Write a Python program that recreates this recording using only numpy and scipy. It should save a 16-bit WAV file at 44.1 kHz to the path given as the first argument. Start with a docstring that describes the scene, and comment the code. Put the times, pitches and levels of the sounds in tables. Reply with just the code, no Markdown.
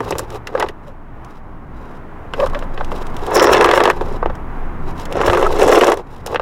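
"""Outdoors on rough concrete, close to a hollow plastic toy dump truck.
Its tipper bucket is pulled off and pressed back in: the shell knocks and rubs, the seat squeaks by
stick-slip. Then three pushes: hard treaded wheels jolt and rattle the shell and scrape over grit.
Far traffic, a little wind and a brief faint hum lie underneath."""
import sys
import numpy as np
from scipy import signal
from scipy.fft import rfft, irfft, next_fast_len
from scipy.io import wavfile
from scipy.ndimage import uniform_filter1d

SR = 44100
rng = np.random.default_rng(int(sys.argv[2]) if len(sys.argv) > 2 else 0)


def store_wav(level_fs):
    """Save 16-bit WAV to argv[1]."""
    pcm = np.round(np.clip(np.atleast_2d(level_fs), -1, 1) * 32767)
    wavfile.write(sys.argv[1], SR, pcm.T.astype(np.int16))


N = 282681

# shell modes: f/Hz, energy/dB, t60/s
SHELL_MODES = [(357, -5, 0.19), (417, -5, 0.1), (550, 8, 0.034), (727, 5, 0.023), (782, -13, 0.14),
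               (894.6, 5, 0.049), (1023, 10, 0.012), (1155, 8, 0.031), (1290, 3, 0.051), (1650, -14, 0.08),
               (2010, -13, 0.21), (2610, -7, 0.021), (3814, -22, 0.022), (5330, -18, 0.0082),
               (7030, -23.5, 0.029)]
# pushes: start/s, end/s, speed/dB, speed slope/(dB/s), rattle/dB, sand/dB, axle chirp/dB
TRUCK_PUSHES = [(3.369, 3.908, -8, -10, -8, -30.5, -22.5), (5.175, 5.47, -14.5, 3.5, -11.5, -24, -46),
                (5.606, 5.933, -7.5, -5, -19, -21.5, -43)]
# wheels drop off their treads: t/s, thud/dB, clack/dB
TREAD_JOLTS = [(3.358, -11, -24), (3.396, -17, -16), (3.442, -14.5, -18), (3.47, -10, -21),
               (3.512, -8.5, -32), (3.528, -12, -17.5), (3.547, -15, -18), (3.61, -13, -12.5),
               (3.645, -8, -16), (3.659, -13.5, -22), (3.689, -10.5, -18), (3.712, -11, -14.5),
               (3.736, -9, -17), (3.775, -7.5, -17.5), (3.803, -11, -17.5), (3.854, -9.5, -15),
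               (3.875, -9, -23), (3.9, -10, -14), (5.169, -16, -38.5), (5.213, -14.5, -22.5),
               (5.279, -13, -25), (5.298, -13, -19.5), (5.331, -11.5, -20), (5.347, -15, -23),
               (5.371, -15.5, -24), (5.427, -10, -24.5), (5.464, -17, -32), (5.617, -22, -19.5),
               (5.659, -12, -52.5), (5.723, -14, -16.5), (5.747, -10.5, -23), (5.81, -17, -15),
               (5.834, -8.5, -17.5), (5.879, -11, -25), (5.918, -9.5, -21)]
# shell drumming, rolled or rubbed: f/Hz, density/dB
DRUM_SPECTRUM = [(140, -29), (290, -8), (365, 1), (480, -0.5), (630, -7.5), (1150, -11.5), (1500, -19),
                 (1900, -22), (2300, -27), (2750, -30), (3600, -29.5), (4500, -36.5), (7000, -44)]


def from_db(db):
    """Decibels to gain."""
    return 10 ** (np.asarray(db) / 20)


def rms_one(x):
    """Scale to rms 1."""
    return x / np.sqrt(np.mean(x ** 2) + 1e-20)


def at_level(sound, db):
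    """Set the rms of the first 10 ms."""
    return from_db(db) * sound / np.sqrt(np.mean(sound[:SR // 100] ** 2))


def band(x, low_hz, high_hz, order=2):
    """Butterworth band-pass."""
    sos = signal.butter(order, [low_hz, min(high_hz, .45 * SR)], "band", fs=SR, output="sos")
    return signal.sosfilt(sos, x + 1e-18)


def brighter(x, amount):
    """Lift the top treble."""
    return x + amount * np.diff(x, n=1, prepend=0)


def colour(x, spectrum):
    """Minimum-phase filter from rows of f/Hz, level/dB; rolls off beyond them."""
    size = 2 * next_fast_len(len(x))
    hz, db = np.transpose(spectrum)
    log_f = np.log(np.maximum(np.fft.rfftfreq(size, 1 / SR), 1))
    outside = np.abs(log_f - np.clip(log_f, np.log(hz[0]), np.log(hz[-1])))
    cepstrum = irfft(np.log(from_db(np.interp(log_f, np.log(hz), db) - 20 * outside)))
    cepstrum[1:size // 2] *= 2
    cepstrum[size // 2 + 1:] = 0
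    return irfft(rfft(x, size) * np.exp(rfft(cepstrum)))[:len(x)]


def drift(rate_hz):
    """Random curve through unit-normal knots."""
    knots = rng.standard_normal(2000)
    return np.interp(np.arange(N) / SR * rate_hz, np.arange(len(knots)), knots)


def add(out, at_s, sound):
    """Mix a sound in at a time."""
    at = max(0, round(at_s * SR))
    out[at:at + len(sound)] += sound[:max(0, N - at)]


def dying(t60_s, size=5000):
    """Exponential decay."""
    return from_db(-60 * np.arange(size) / SR / t60_s)


def swell(start, end, attack_s, release_s):
    """1 from start to end, exponential flanks."""
    t = np.arange(N) / SR
    return np.exp(-np.maximum(start - t, 0) / attack_s - np.maximum(t - end, 0) / release_s) + 1e-12


def since(start, end):
    """Seconds since start, held after end."""
    return np.clip(np.arange(N) / SR, start, end) - start


def tone_pulses(rows, envelope):
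    """One enveloped sine per row of t/s, f/Hz, peak/dB."""
    out = np.zeros(N)
    t = np.arange(len(envelope)) / SR
    for at_s, hz, db in rows:
        add(out, at_s, from_db(db) * envelope / envelope.max() * np.sin(2 * np.pi * hz * t))
    return out


def grains(per_s, size_db, clump_db, clump_hz):
    """Clumped micro-impacts of uneven size, levelled over 1/16 s."""
    sizes = from_db(size_db * np.minimum(rng.exponential(1, N), 3.5)) * rng.choice([-1, 1], N)
    clicks = (rng.random(N) < per_s / SR) * sizes
    clicks *= from_db(clump_db * drift(clump_hz))
    return clicks / np.sqrt(uniform_filter1d(clicks ** 2, SR // 16) + 1e-6)


def shell_ring(crack_t60_s, tail_db, tail_t60_s, modes_db, spread_db, rise_t60_s):
    """One touch on the shell: crack, diffuse tail, and modes whose strengths depend on the spot."""
    # weak, crowded modes: f/Hz, density/dB
    diffuse_spectrum = [(150, -9.5), (240, -4), (350, 1.5), (480, 6.5), (650, -3), (1100, -15.5),
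                        (1500, -2), (2300, -17), (2900, -14.5), (4500, -27), (5500, -24.5), (9000, -32.5),
                        (13000, -39.5), (16000, -36)]
    rise = 1 - dying(rise_t60_s)
    envelope = (dying(crack_t60_s) + from_db(tail_db) * dying(tail_t60_s)) * rise
    t = np.arange(len(envelope)) / SR
    diffuse = colour(envelope * rng.standard_normal(len(t)), diffuse_spectrum)
    hz, db, t60_s = np.transpose(SHELL_MODES)[:, :, None]
    strength = from_db(db + spread_db * rng.standard_normal(hz.shape)) / np.sqrt(t60_s)
    strength *= rng.choice([-1, 1], hz.shape)
    modes = np.sum(strength * np.exp(-np.log(1000) * t / t60_s) * np.sin(2 * np.pi * hz * t), axis=0)
    return rms_one(diffuse) + from_db(modes_db) * rms_one(modes * rise)


def through_shell(clicks, smear_t60_s, ring_db, spots=8):
    """Impacts at several spots take many paths through the plastic and ring its modes."""
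    spot = rng.integers(0, spots, N)
    envelope = dying(smear_t60_s) - dying(smear_t60_s / 2)
    paths = rng.standard_normal((spots, len(envelope))) * envelope
    smeared = sum(signal.oaconvolve(clicks * (spot == k), paths[k])[:N] for k in range(spots))
    hz, _, t60_s = np.transpose(SHELL_MODES)[:, :, None]
    t, damping = np.arange(SR // 10) / SR, np.log(1000) / t60_s
    modes = np.sum(2 * damping / SR * np.exp(-damping * t) * np.cos(2 * np.pi * hz * t), axis=0)
    return smeared + from_db(ring_db) * signal.oaconvolve(smeared, modes)[:N]


def blow(hz, thud_db, clack_db, snap_db, width_ratio):
    """Soft contacts thud; harder ones also clack and snap. Treble dies first."""
    ring = shell_ring(crack_t60_s=0.011, tail_db=-1, tail_t60_s=0.07,
                      modes_db=0.5, spread_db=1, rise_t60_s=0.0026)
    thud = at_level(band(ring, hz / width_ratio, hz * width_ratio, order=3), thud_db)
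    clack = at_level(band(ring, 1734, 4500, order=3) * dying(0.15), clack_db)
    hardness = 8 * min(from_db(snap_db - thud_db), 1)   # less thud: shorter contact, brighter snap
    snap = at_level(brighter(band(ring, 4030, 13600, order=3), hardness) * dying(0.066), snap_db)
    return thud + clack + snap


def knocks():
    """Hand and bucket knock on the body."""
    # t/s, thud f/Hz, thud/dB, clack/dB, snap/dB
    hits = [(0.004, 520, -18.5, -31, -44.5), (0.107, 460, -17.5, -35, -29.5),
            (0.123, 386, -20.5, -25.5, -52), (0.153, 537, -22, -37, -49), (0.183, 603, -42, -33, -26.5),
            (0.192, 610, -21.5, -32, -27), (0.471, 950, -35, -26, -37.5), (0.551, 900, -16.5, -32.5, -50),
            (0.576, 850, -23, -32, -60), (0.598, 595, -28, -28, -31), (0.604, 900, -18.5, -24.5, -47),
            (0.625, 820, -14, -22.5, -39), (0.662, 650, -32, -39, -65), (0.686, 490, -43, -30, -44),
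            (2.336, 630, -25.5, -25, -44), (2.4, 890, -26, -26.5, -46), (2.463, 1160, -19.5, -30.5, -50),
            (2.533, 1300, -24, -37, -60), (2.547, 706, -27.5, -26, -51), (2.624, 656, -26, -36.5, -62),
            (2.776, 550, -29, -31, -61), (2.808, 960, -18, -34, -67), (2.917, 566, -21.5, -34.5, -52),
            (3.317, 1000, -21, -43, -58), (4.01, 446, -14.5, -32, -51), (4.227, 800, -14, -37.5, -62),
            (4.258, 556, -13, -30, -53), (4.298, 920, -22.5, -38.5, -58), (6.262, 454, -27.5, -34.5, -31.5),
            (6.345, 460, -15.5, -26, -41.5), (6.358, 680, -18.5, -18.5, -47),
            (6.396, 1000, -15.5, -29, -53)]
    out = np.zeros(N)
    for at_s, hz, thud_db, clack_db, snap_db in hits:
        add(out, at_s, blow(hz, thud_db, clack_db, snap_db, width_ratio=1.91))
    return out


def jolts(base_hz=800, octaves_per_db=0.0427):
    """Wheels drop off their treads; the harder the clack, the higher the thud."""
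    out = np.zeros(N)
    for at_s, thud_db, clack_db in TREAD_JOLTS:
        hz = base_hz * 2 ** (octaves_per_db * (clack_db - thud_db))
        add(out, at_s, blow(hz, thud_db, clack_db, snap_db=clack_db - 16.5, width_ratio=1.98))
    return out


def pings():
    """A single wall of the shell is caught and rings hollow at one pitch."""
    # t/s, f/Hz, peak/dB
    wall_rings = [(0.127, 410, -12), (0.55, 517, -8), (0.613, 1930, -18), (0.626, 830, -9),
                  (5.278, 1650, -17), (5.335, 1230, -9), (5.372, 1390, -15), (5.464, 1290, -7)]
    return tone_pulses(wall_rings, dying(0.029) * (1 - dying(0.017)))


def ticks():
    """Grit cracks and plastic edges click, reaching only the high modes."""
    # t/s, relative level/dB
    clicks = [(0.303, -42.5), (1.247, -50.5), (2.46, -41), (2.47, -43), (2.498, -48.5), (2.59, -43.5),
              (2.846, -42), (3.068, -44.5), (3.166, -38.5), (3.265, -37), (3.375, -29), (3.643, -26.5),
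              (3.837, -26.5), (4.125, -50), (4.353, -48.5), (4.998, -41), (5.054, -39), (5.125, -34),
              (5.261, -34), (5.595, -31), (5.681, -35), (5.715, -34), (5.795, -35), (5.869, -27.5),
              (5.972, -40), (6.271, -36.5)]
    out = np.zeros(N)
    for at_s, db in clicks:
        ring = shell_ring(crack_t60_s=0.016, tail_db=-14, tail_t60_s=0.062,
                          modes_db=-36, spread_db=5, rise_t60_s=0.0017)
        add(out, at_s, at_level(brighter(band(ring, 2700, 13400), 0.51), db))
    return out


def push_speeds(surge_db=1.5):
    """Relative speed, one row per push: run-up, mid-push surge, short stop."""
    speeds = []
    for start, end, db, db_per_s, *_ in TRUCK_PUSHES:
        age_s = since(start, end)
        speed_db = db + db_per_s * age_s + surge_db * np.sin(np.pi * age_s / (end - start))
        speeds.append(from_db(speed_db) * swell(start, end, attack_s=0.041, release_s=0.01))
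    return np.array(speeds)


def rolling(speeds, drum_db=-1.5, crack_db=-34, sand_exponent=1.35):
    """Rough concrete drums the shell; sand crunches and larger grains burst, all following speed."""
    # f/Hz, density/dB
    sand_spectrum = [(1200, -3), (2800, 7), (4500, -1), (5600, 6), (9000, -0.5), (13000, -10), (16000, -15)]
    speed = speeds.max(axis=0)
    sand_gain = np.max(from_db([[db] for *_, db, _ in TRUCK_PUSHES]) * speeds ** sand_exponent, axis=0)
    drum = grains(per_s=1200, size_db=3.5, clump_db=4, clump_hz=98)
    drum = through_shell(drum, smear_t60_s=0.012, ring_db=-1, spots=5)
    sand = grains(per_s=1200, size_db=3.5, clump_db=7, clump_hz=160)
    sand = through_shell(sand, smear_t60_s=0.0088, ring_db=-8)
    cracks = grains(per_s=32, size_db=-6, clump_db=-22, clump_hz=10)
    cracks = through_shell(cracks, smear_t60_s=0.0068, ring_db=-29)
    return (from_db(drum_db) * speed * rms_one(colour(drum, DRUM_SPECTRUM))
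            + sand_gain * rms_one(colour(sand, sand_spectrum))
            + from_db(crack_db) * speed * rms_one(band(cracks, 5000, 13200)))


def rattle(speeds):
    """Loose parts chatter against the moving shell."""
    shake = np.max(from_db([[db] for *_, db, _, _ in TRUCK_PUSHES]) * speeds, axis=0)
    impacts = grains(per_s=600, size_db=1.5, clump_db=4.5, clump_hz=120)
    chatter = through_shell(impacts, smear_t60_s=0.0052, ring_db=7)
    return shake * rms_one(band(chatter, 850, 2100, order=3))


def grinding(speeds, rolling_db=-26, edge_s=0.006):
    """Treads catch on concrete and ring the hollow wheels, most when dragged sideways."""
    # start/s, end/s, level/dB
    drags = [(3.518, 3.571, -22), (3.756, 3.766, -27), (5.256, 5.28, -31), (5.745, 5.776, -30)]
    # f/Hz, width/Hz, level/dB
    wheel_modes = [(1735, 64, -4), (2210, 180, 0), (2740, 260, 3), (3350, 140, -3.5), (5260, 140, -6.5)]
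    load = sum(from_db(db) * swell(start, end, edge_s, edge_s) for start, end, db in drags)
    load += from_db(rolling_db) * speeds.max(axis=0)
    catches = grains(per_s=1400, size_db=4, clump_db=8, clump_hz=120)
    rings = sum(from_db(db) * rms_one(band(catches, hz - width / 2, hz + width / 2, order=1))
                for hz, width, db in wheel_modes)
    return load * rms_one(band(rings, 1230, 7400))


def hop_gain(hop_s=0.011, dip_db=2):
    """Wheel noise dips during the hop before each jolt."""
    in_air = np.max([swell(at_s - hop_s, at_s, 0.0016, 0.0032) for at_s, *_ in TREAD_JOLTS], axis=0)
    return from_db(-dip_db * in_air)


def skids(edge_s=0.0063):
    """A wheel skids sideways and crushes sand in bright bursts."""
    # start/s, end/s, level/dB
    bursts = [(3.342, 3.36, -25), (3.43, 3.443, -23), (3.52, 3.535, -26.5), (3.75, 3.774, -30.5),
              (5.26, 5.288, -33.5), (5.724, 5.76, -33)]
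    load = sum(from_db(db) * swell(start, end, edge_s, edge_s) for start, end, db in bursts)
    sand = grains(per_s=3300, size_db=3, clump_db=5, clump_hz=120)
    crushed = through_shell(sand, smear_t60_s=0.0013, ring_db=20)
    return load * rms_one(band(crushed, 4500, 15500))


def axles(fade_db_per_s=92, edge_s=0.01):
    """Slipping hubs ring one shrill resonance, then run free soon after each start."""
    drag = sum(from_db(db - fade_db_per_s * since(start, end)) * swell(start, end, edge_s, edge_s)
               for start, end, *_, db in TRUCK_PUSHES)
    slips = grains(per_s=730, size_db=7.5, clump_db=6, clump_hz=69)
    return drag * rms_one(band(slips, 5100, 5750))


def rubbing(judder_trim_db=-3, scuff_trim_db=-2):
    """Glove and bucket slide on the body, shaking the shell and catching in tiny scuffs."""
    # start/s, end/s, judder/dB, scuff/dB (both before trim)
    strokes = [(0.052, 0.117, -23, -41.5), (0.12, 0.25, -30.5, -47.5), (0.332, 0.368, -25, -42),
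               (0.504, 0.502, -27, -54), (0.54, 0.7, -27.5, -55), (0.586, 0.645, -17.5, -56),
               (0.873, 0.898, -54, -54), (1.284, 1.384, -53, -57), (1.77, 1.976, -45, -58.5),
               (2.386, 2.45, -18.5, -42.5), (2.487, 2.643, -32.5, -53), (2.736, 3.2, -40.5, -52.5),
               (2.78, 2.81, -27, -55), (2.93, 3.023, -28, -42.5), (3.23, 3.254, -23.5, -38.5),
               (3.289, 3.323, -17, -57), (3.937, 4.171, -27.5, -47.5), (4.892, 4.907, -26, -43.5),
               (4.996, 5.033, -33, -40), (5.5, 5.56, -16, -35), (5.977, 6.006, -23.5, -50),
               (6.097, 6.212, -40.5, -52), (6.303, 6.34, -20, -42)]
    # f/Hz, density/dB
    scuff_spectrum = [(1200, -1), (2800, 12), (4300, 7), (5400, 4), (7000, -0.5), (12000, -2.5),
                      (16000, -8)]
    envelopes = np.array([swell(start, end, 0.026, 0.011) for start, end, *_ in strokes])
    _, _, judder_db, scuff_db = np.transpose(strokes)[:, :, None]
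    judder_gain = np.max(from_db(judder_db + judder_trim_db) * envelopes, axis=0)
    scuff_gain = np.max(from_db(scuff_db + scuff_trim_db) * envelopes, axis=0)
    judder = grains(per_s=900, size_db=2, clump_db=4, clump_hz=140)
    judder = through_shell(judder, smear_t60_s=0.0092, ring_db=-4)
    scuffs = grains(per_s=1600, size_db=0.5, clump_db=4.5, clump_hz=110)
    scuffs = through_shell(scuffs, smear_t60_s=0.0053, ring_db=-2)
    return (judder_gain * rms_one(colour(judder, DRUM_SPECTRUM))
            + scuff_gain * rms_one(colour(scuffs, scuff_spectrum)))


def squeaks(harmonics_db=(0, -12, -23, -33), jitter=0.074, sag_hz_per_s=590):
    """The bucket sticks and slips in its seat: rasping tones that swell, sag and fade."""
    # start/s, length/s, slip rate/Hz, level/dB
    slides = [(0.856, 0.062, 580, -35.5), (2.388, 0.022, 580, -12.5), (2.404, 0.058, 590, -11),
              (2.54, 0.047, 580, -21.5)]
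    out = np.zeros(N)
    for start, length_s, hz, db in slides:
        age_s = since(start, start + length_s)
        slip_hz = (hz - sag_hz_per_s * age_s) * (1 + jitter * drift(250))
        phase = 2 * np.pi * np.cumsum(slip_hz) / SR
        tone = sum(from_db(level) * np.sin(k * phase) for k, level in enumerate(harmonics_db, 1))
        out += from_db(db) * np.sin(np.pi * age_s / length_s) ** 2 * rms_one(tone)
    return out


def bumps():
    """Deep, quickly damped thumps as the truck is shoved."""
    # t/s, f/Hz, peak/dB
    thumps = [(3.772, 79.5, -24), (5.291, 67, -11.5)]
    return tone_pulses(thumps, dying(0.032) - dying(0.028))


def street():
    """Tyre roar of far traffic and a low rumble, both wavering."""
    # t/s, traffic/dB, rumble/dB
    levels = [(0, -33.5, -32.5), (1, -43.5, -40.5), (2.3, -37, -35.5), (2.7, -32, -33), (5.2, -31.5, -29.5),
              (5.9, -43.5, -36.5), (6.41, -35.5, -37)]
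    # f/Hz, density/dB
    traffic_spectrum = [(120, -16.5), (250, 3), (500, -4), (1000, -1), (1400, -7.5), (2000, -15),
                        (3000, -27), (4500, -39), (8000, -44.5), (16000, -46)]
    # f/Hz, density/dB
    rumble_spectrum = [(25, -14), (45, 1), (70, 0.5), (100, -4.5), (130, -2.5), (190, -7), (300, -14.5)]
    times_s, traffic_db, rumble_db = np.transpose(levels)
    t = np.arange(N) / SR
    traffic = rms_one(colour(rng.standard_normal(N), traffic_spectrum))
    rumble = rms_one(colour(rng.standard_normal(N), rumble_spectrum))
    return (from_db(np.interp(t, times_s, traffic_db) + 1.9 * drift(7.2)) * traffic
            + from_db(np.interp(t, times_s, rumble_db) + 2.34 * drift(7.9)) * rumble)


def wind(breeze_db=-28.5, edge_s=0.098):
    """Air buffets the microphone: gusts over a steady breeze."""
    # start/s, end/s, relative level/dB
    gusts = [(2.485, 3.236, -13), (4.01, 5.086, -15), (5.436, 5.566, -11.5)]
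    gusting = sum(from_db(db) * swell(start, end, edge_s, edge_s) for start, end, db in gusts)
    eddies = rms_one(band(rng.standard_normal(N), 13.03, 21.44, order=4))
    return (from_db(breeze_db) + gusting) * 0.86 * np.tanh(0.77 * eddies)


def hum(hz=110, level_db=-39, end_s=0.406):
    """A faint low tone that soon fades."""
    tone = rms_one(np.sin(2 * np.pi * hz * np.arange(N) / SR))
    return from_db(level_db) * swell(0, end_s, 0.026, 0.026) * tone


def scene():
    """The truck in front of the street, mono."""
    impacts = knocks() + jolts() + pings() + from_db(4) * ticks()
    speeds = push_speeds()
    wheels = hop_gain() * (rolling(speeds) + rattle(speeds) + grinding(speeds)) + skids() + axles()
    truck = impacts + wheels + rubbing() + squeaks() + bumps()
    return (truck + street() + wind() + hum())[None]


def record(dry):
    """Clip at full scale, low-pass at 16 kHz."""
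    lowpass = signal.ellip(10, .1, 60, 16000, fs=SR, output="sos")
    return signal.sosfiltfilt(lowpass, np.clip(dry, -1, 1))


dry = scene()
out = record(dry)
store_wav(out)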